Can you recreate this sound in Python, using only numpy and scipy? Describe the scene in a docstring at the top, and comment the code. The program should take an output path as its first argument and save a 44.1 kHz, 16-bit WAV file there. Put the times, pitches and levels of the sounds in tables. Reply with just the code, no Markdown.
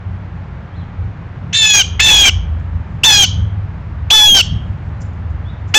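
"""Blue jay at a woodland feeder

A blue jay screams five times close to a trail camera and overloads its 16 kHz sound input.
Each scream is a gliding stack of partials, roughened by irregular vibration; the trees answer it.
A distant engine throbs as its low tones beat under soft forest air.
A far bird chirps twice and dry leaves tick."""
import sys
import numpy as np
from scipy import signal
from scipy.fft import rfft, irfft, next_fast_len
from scipy.io import wavfile
from scipy.ndimage import uniform_filter1d, map_coordinates

SR = 44100
rng = np.random.default_rng(int(sys.argv[2]) if len(sys.argv) > 2 else 0)


def bounce(signal):
    """Save signal as a 16-bit WAV file at the path given by the first command-line argument."""
    frames = np.transpose(np.atleast_2d(signal))
    limited = np.clip(frames, -1, 1)
    pcm = np.round(limited * 32767).astype(np.int16)
    wavfile.write(sys.argv[1], SR, pcm)


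N = 254898
T = np.arange(N) / SR


def amp(db):
    """Decibels to gain."""
    return 10 ** (np.asarray(db) / 20)


def unit(x):
    """Scale to rms 1."""
    return x / np.sqrt(np.mean(x ** 2) + 1e-20)


def along(points, hz):
    """Interpolate (Hz, value) points on a log frequency axis."""
    point_hz, values = np.transpose(points)
    return np.interp(np.log(hz + 1), np.log(point_hz + 1), values)


def curves(rows):
    """Each column after the time, interpolated over the scene."""
    times_s, *columns = np.transpose(rows)
    return [np.interp(T, times_s, column) for column in columns]


def wobble(rate_hz, t):
    """Smooth random curve, rate_hz knots a second."""
    knots = rng.standard_normal(2 ** 14)
    return map_coordinates(knots, [t * rate_hz], mode="wrap")


def ramp(x, centre, width):
    """Smooth step from 0 to 1."""
    return (1 + np.tanh(2 * (x - centre) / width)) / 2


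def filtered(x, response):
    """Apply a gain given as a function of Hz."""
    size = next_fast_len(N + SR // 2)
    return irfft(rfft(x, size) * response(np.fft.rfftfreq(size, 1 / SR)), size)[:N]


def noise(spectrum):
    """Noise of rms 1, shaped by (Hz, relative dB) points."""
    return unit(filtered(rng.standard_normal(N), lambda hz: amp(along(spectrum, hz))))


# Each row: time in seconds, base level of the tones in dB, lean towards the high tone in dB.
ENGINE_LEVELS = [(0.0, -29.5, 5), (0.12, -22.5, 5.3), (0.45, -30, -8.5), (0.9, -29.5, 0), (1.0, -19.5, -2),
                 (1.15, -27.0, -0.5), (1.6, -28.5, 2), (1.93, -20.5, -8.5), (2.35, -20, -14),
                 (2.8, -21, -4), (3.0, -22.5, 1.5), (3.45, -13, 3), (3.85, -28.5, -0.5), (4.05, -18.5, -3),
                 (4.46, -19, -1.5), (5.15, -22, 0), (5.33, -19, -7), (5.78, -27.5, 10)]
# Each row (low, middle, high tone): offset in dB, dB gained per dB of lean.
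TONE_BALANCE = [(-10.5, -0.74), (-6.5, -0.4), (-5.5, 0.45)]
# Each row: time in seconds, pitch of the middle tone in Hz.
MIDDLE_PITCH = [(0, 87.17), (1.9, 84.22), (3.3, 80.92), (4.8, 77.85), (5.8, 79.8)]
# Each row: time in seconds, rumble level in dB.
RUMBLE_LEVELS = [(0, -34), (1.6, -31.5), (2.3, -31), (3.35, -26.5), (3.8, -32.5), (4.35, -30), (4.55, -24),
                 (5.15, -30.5), (5.78, -32)]
# Each row: frequency in Hz, relative density in dB.
RUMBLE_SPECTRUM = [(15, -23.5), (35, -2.5), (60, -21.5), (110, 1), (128, 4.5), (145, -1.5), (163, -1),
                   (190, -4.5), (250, -12.5), (350, -28.5), (700, -58.5)]


def engine(low_hz=58.6, high_hz=98.8, wander_rad=1.0, waver_db=3.0, surge_db=1.5, octave_db=-10.0):
    """Two steady tones and a slowly sinking one between them beat into a throb over a rumble."""
    level_db, lean_db = curves(ENGINE_LEVELS)
    rumble_db, = curves(RUMBLE_LEVELS)
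    middle_hz, = curves(MIDDLE_PITCH)
    middle_cycles = np.cumsum(middle_hz) / SR
    tones = []
    for cycles, (offset_db, share) in zip([low_hz * T, middle_cycles, high_hz * T], TONE_BALANCE):
        tones.append((cycles, level_db + offset_db + share * lean_db))
    tones.append((2 * middle_cycles, rumble_db + octave_db))
    out = amp(rumble_db) * noise(RUMBLE_SPECTRUM)
    for cycles, db in tones:
        tone = np.sqrt(2) * np.sin(2 * np.pi * cycles + wander_rad * wobble(9, T))
        out += amp(db + waver_db * wobble(14, T)) * tone
    return out * amp(surge_db * wobble(17, T))


# Each row: frequency in Hz, relative density in dB.
AIR_SPECTRUM = [(160, -29), (280, -4), (301, -3.5), (374, -5), (403, -5.5), (500, -6.5), (832, -5.5),
                (1510, -9.5), (1670, -10.5), (2200, -15), (6730, -42), (7780, -49.5), (9000, -90.5),
                (11700, -100), (19800, -120)]


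def air(level_db=-40.0):
    """The soft, even wash of the distance."""
    return amp(level_db) * noise(AIR_SPECTRUM)


# One list per chirp. Each row: time in seconds, pitch in Hz, relative level in dB.
CHIRP_CONTOURS = [
    [(0.7, 3050, -64), (0.75, 3320, -50), (0.767, 4220, -52), (0.795, 3965, -51), (0.81, 3430, -51),
     (0.84, 3106, -52)],
    [(5.45, 3270, -50), (5.485, 3580, -43), (5.51, 3850, -49), (5.54, 3600, -53)],
]


def far_bird(gain_db=-1, echo_send_db=-6, quaver=0.01):
    """Thin arched whistles, softened by their echo."""
    out = np.zeros(N)
    for rows in CHIRP_CONTOURS:
        pitch_hz, level_db = curves(rows)
        pitch_hz *= 1 + quaver * wobble(220, T)
        sounding = (T > rows[0][0]) & (T < rows[-1][0])
        gate = uniform_filter1d(1.0 * sounding, size=400)
        out += gate * amp(level_db) * np.sin(2 * np.pi * np.cumsum(pitch_hz) / SR)
    return amp(gain_db) * (out + amp(echo_send_db) * woods(out))


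# Each row: frequency in Hz, time for the far trees' echo to fall 60 dB in seconds.
WOODS_T60 = [(300, 0.17), (1600, 0.24), (2700, 0.53), (3300, 0.5), (4500, 0.32), (6500, 0.33),
             (8500, 0.031)]
# Each row: frequency in Hz, gain of what the trees send back in dB.
SCATTER_GAIN = [(800, -14.5), (1700, -4.5), (2600, -6.5), (3300, -2), (4800, 1.5), (6400, -1.5),
                (8000, 13.5)]


def woods(x, build_s=0.021, near_db=4, near_t60_s=0.13):
    """Scatter from the near trunks dies fast; the farther trees ring on."""
    band_hz, t, spectra = signal.stft(rng.standard_normal(SR), SR, nperseg=256)
    far = amp(-60 * t / along(WOODS_T60, band_hz)[:, None])
    near = amp(near_db - 60 * t / near_t60_s)
    build = 1 - np.exp(-t / build_s)
    _, tail = signal.istft(spectra * (far + near) * build, SR, nperseg=256)
    echo = signal.fftconvolve(x, tail / np.linalg.norm(tail))[:N]
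    return filtered(echo, lambda hz: amp(along(SCATTER_GAIN, hz)))


def throat_db(hz, centre_hz, half_width_hz, peak_db):
    """Boost of a partial gliding through one throat resonance."""
    return peak_db * np.exp(-((hz - centre_hz) / half_width_hz) ** 2)


def tightening(age_s, scoop=.21, scoop_s=.0064, settle=.05, settle_s=.014):
    """Pitch ratio rising to 1 as the jay's membranes tighten."""
    fast_rise = 1 - scoop * np.exp(-(age_s / scoop_s) ** 4)
    slow_rise = 1 - settle * np.exp(-age_s / settle_s)
    return fast_rise * slow_rise


def rough_voice(t, pitch_hz, partials, rasp, clear, waver=.005, jitter=.03, skirt_hz=1100,
                drift_rad=.46, slip_rad=1.5, flutter_db=3.0, sway_db=3):
    """Irregular vibration shakes the pitch, slips partials out of step and skirts each with noise."""
    unsteady = 1 + waver * np.sqrt(rasp) * wobble(60, t) + jitter * rasp * wobble(900, t)
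    phase = 2 * np.pi * np.cumsum(pitch_hz * unsteady) / SR
    voice = np.zeros(len(t))
    for multiple, db in partials:
        angle = multiple * phase + rng.uniform(0, 2 * np.pi)
        angle += drift_rad * wobble(25, t) + slip_rad * rasp * wobble(180, t)
        skirt = wobble(skirt_hz, t) * np.sin(angle) + wobble(skirt_hz, t) * np.cos(angle)
        flutter = amp(flutter_db * np.sqrt(rasp) * wobble(120, t))
        sway = amp(sway_db * (1 - clear / 2) * wobble(28, t))
        voice += amp(db) * flutter * sway * (np.sin(angle) + rasp * skirt / 2)
    return voice


# Weaker partials. Each row: multiple of the pitch, offset in dB.
WEAK_PARTIALS = [(1, -23), (5, 0.5), (6, 1.5), (9, -9), (10, -8.5)]
# Lines halfway between partials, from cycles alternating strong and weak.
# Each row: number of the partial below, offset in dB.
HALFWAY_LINES = [(2, -13.5), (3, -9.5), (4, -3), (5, -18.5), (7, -9.5)]


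def scream(row, hold_s=.045, clearing_s=.015, breaking_s=.0047, release_s=.016,
           opening_rasp=.6, clear_rasp=.06, sag=.15, slack_s=.012, snap_db=6,
           pure_after_s=.158, pure_db=12, clear_boost_db=5.5, harsh_boost_db=3,
           halfway_fade_db_per_s=73.5, hiss_db=-16, shake_db=1.3):
    """One call scoops up and glides down: a rough opening, a clearer middle, a harsh close."""
    start_s, clear_at_s, break_at_s, end_s, attack_s = row[:5]
    top_hz, fall_hz, bend, clarity, closing_rasp = row[5:10]
    second_db, third_db, fourth_db, seventh_db, eighth_db, weak_db, halfway_db, swell_db = row[10:]
    sounding = (T > start_s) & (T < end_s)
    t = T[sounding]
    age_s, length_s = t - start_s, end_s - start_s

    broken = ramp(t, break_at_s, breaking_s)
    clear = clarity * ramp(t, clear_at_s, clearing_s) * (1 - broken)
    edge_rasp = opening_rasp + broken * (closing_rasp - opening_rasp)
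    rasp = clear * clear_rasp + (1 - clear) * edge_rasp

    fall = np.clip((age_s - hold_s) / (length_s - hold_s), 0, 1) ** bend
    slack = np.exp((t - end_s) / slack_s)  # the membranes let go at the end
    pitch_hz = (top_hz - fall_hz * fall) * tightening(age_s) * (1 - sag * slack)

    thinning_db = pure_db * clear * ramp(t, clear_at_s + pure_after_s, clearing_s)
    third_db += throat_db(3 * pitch_hz, centre_hz=2600, half_width_hz=32, peak_db=7.8)
    fourth_db += clear_boost_db * clear + snap_db * slack
    seventh_db += throat_db(7 * pitch_hz, centre_hz=5920, half_width_hz=200, peak_db=5.7)
    eighth_db += throat_db(8 * pitch_hz, centre_hz=6420, half_width_hz=480, peak_db=8)
    eighth_db += harsh_boost_db * broken
    halfway_db -= halfway_fade_db_per_s * age_s
    partials = [(2, second_db - thinning_db), (3, third_db), (4, fourth_db),
                (7, seventh_db - thinning_db), (8, eighth_db)]
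    partials += [(multiple, weak_db - thinning_db + db) for multiple, db in WEAK_PARTIALS]
    partials += [(below + .5, halfway_db + db) for below, db in HALFWAY_LINES]

    voice = rough_voice(t, pitch_hz, partials, rasp, clear)
    hiss = noise([(700, -34), (1800, -13.5), (3000, -9), (4500, -6.5), (6500, 16.5), (8200, -6)])
    voice += amp(hiss_db) * rasp * np.hypot(amp(fourth_db), amp(eighth_db)) * hiss[sounding]
    envelope = np.clip(age_s / attack_s, 0, 1) * np.clip((end_s - t) / release_s, 0, 1)
    out = np.zeros(N)
    out[sounding] = voice * envelope * amp(swell_db * age_s / length_s + shake_db * wobble(250, t))
    return out


# Each row: start, clearing, break, end and attack in seconds, top pitch and fall in Hz,
# exponent of the fall, clarity 0-1, closing rasp 0-1, base levels in dB (partials 2, 3, 4, 7, 8,
# weak partials, halfway lines), swell in dB, echo send in dB.
JAY_CALLS = [ (1.526, 1.57, 1.735, 1.827, .02, 897.4, 106.5, 1.14, .7, .33, -25.5, -20, -14.5, -27.5, -21.5, -28.5, -15, 7, -18),
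             (1.994, 2.027, 2.250, 2.301, 0.0047, 886.3, 100, 1.05, .35, 0.5, -20, -12.5, -6.5, -22, -19, -22, -22, 3, -24),
             (3.034, 3.067, 3.1, 3.258, 0.0049, 888.2, 98, .6, 1, 0.3, -18, -17, -2, -11.5, -17, -15.5, -57.5, -3, -18.5),
             (4.101, 4.115, 4.345, 4.418, 0.0088, 867.4, 112, 1.55, 1, 0.4, -21, -20.5, -1, -13, -14, -15.5, -58.5, -1, -21.5),
             (5.739, 5.753, 5.900, 5.934, 0.0072, 873.3, 20, 1.5, 0.95, 0.44, -3, -4.5, -3, -15, -8, -11, -65, -7, -18.5),
             ]


def jay():
    """Every scream with its echo among the trees."""
    calls = [(scream(row), echo_send_db) for *row, echo_send_db in JAY_CALLS]
    return sum(call + amp(echo_send_db) * woods(call) for call, echo_send_db in calls)


# Each row: time of the peak in seconds, level in dB, half width in seconds.
LEAF_TICKS = [(2.6, -62, .006), (5.02, -43.5, .011), (5.135, -58, .003), (5.305, -59, .003),
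              (5.692, -55, .014)]


def leaves(crackle_db=3, echo_send_db=-12):
    """Dry leaves stirred on the ground give short, crisp rustles."""
    envelope = sum(amp(db) * np.exp(-((T - at_s) / width_s) ** 2) for at_s, db, width_s in LEAF_TICKS)
    crisp = noise([(1500, -35), (4000, 0), (6000, 15), (7300, 15.5), (9000, -40)])
    out = envelope * unit(crisp * amp(crackle_db * wobble(750, T)))
    return out + amp(echo_send_db) * woods(out)


def scene():
    """Everything as it reaches the one microphone."""
    return (jay() + engine() + air() + far_bird() + leaves())[None]


def record(dry, input_hz=16000, cutoff_hz=8200, input_limit=0.65, output_limit=0.68, top_hz=15900):
    """The input clips at its low rate, folding overtones down; the overshoot clips again at full rate."""
    common_rate_hz = input_hz * 441
    lowpass = signal.firwin(14113, cutoff_hz, window=("kaiser", 10), fs=common_rate_hz)
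    coarse = signal.resample_poly(dry[0], input_hz, SR, window=lowpass)
    coarse = np.clip(coarse, -input_limit, input_limit)
    full = signal.resample_poly(coarse, SR, input_hz, window=lowpass)[:N]
    full = np.clip(full, -output_limit, output_limit)
    return filtered(full, lambda hz: 1 - ramp(hz, top_hz, 150))[None]


dry = scene()
out = record(dry)
bounce(out)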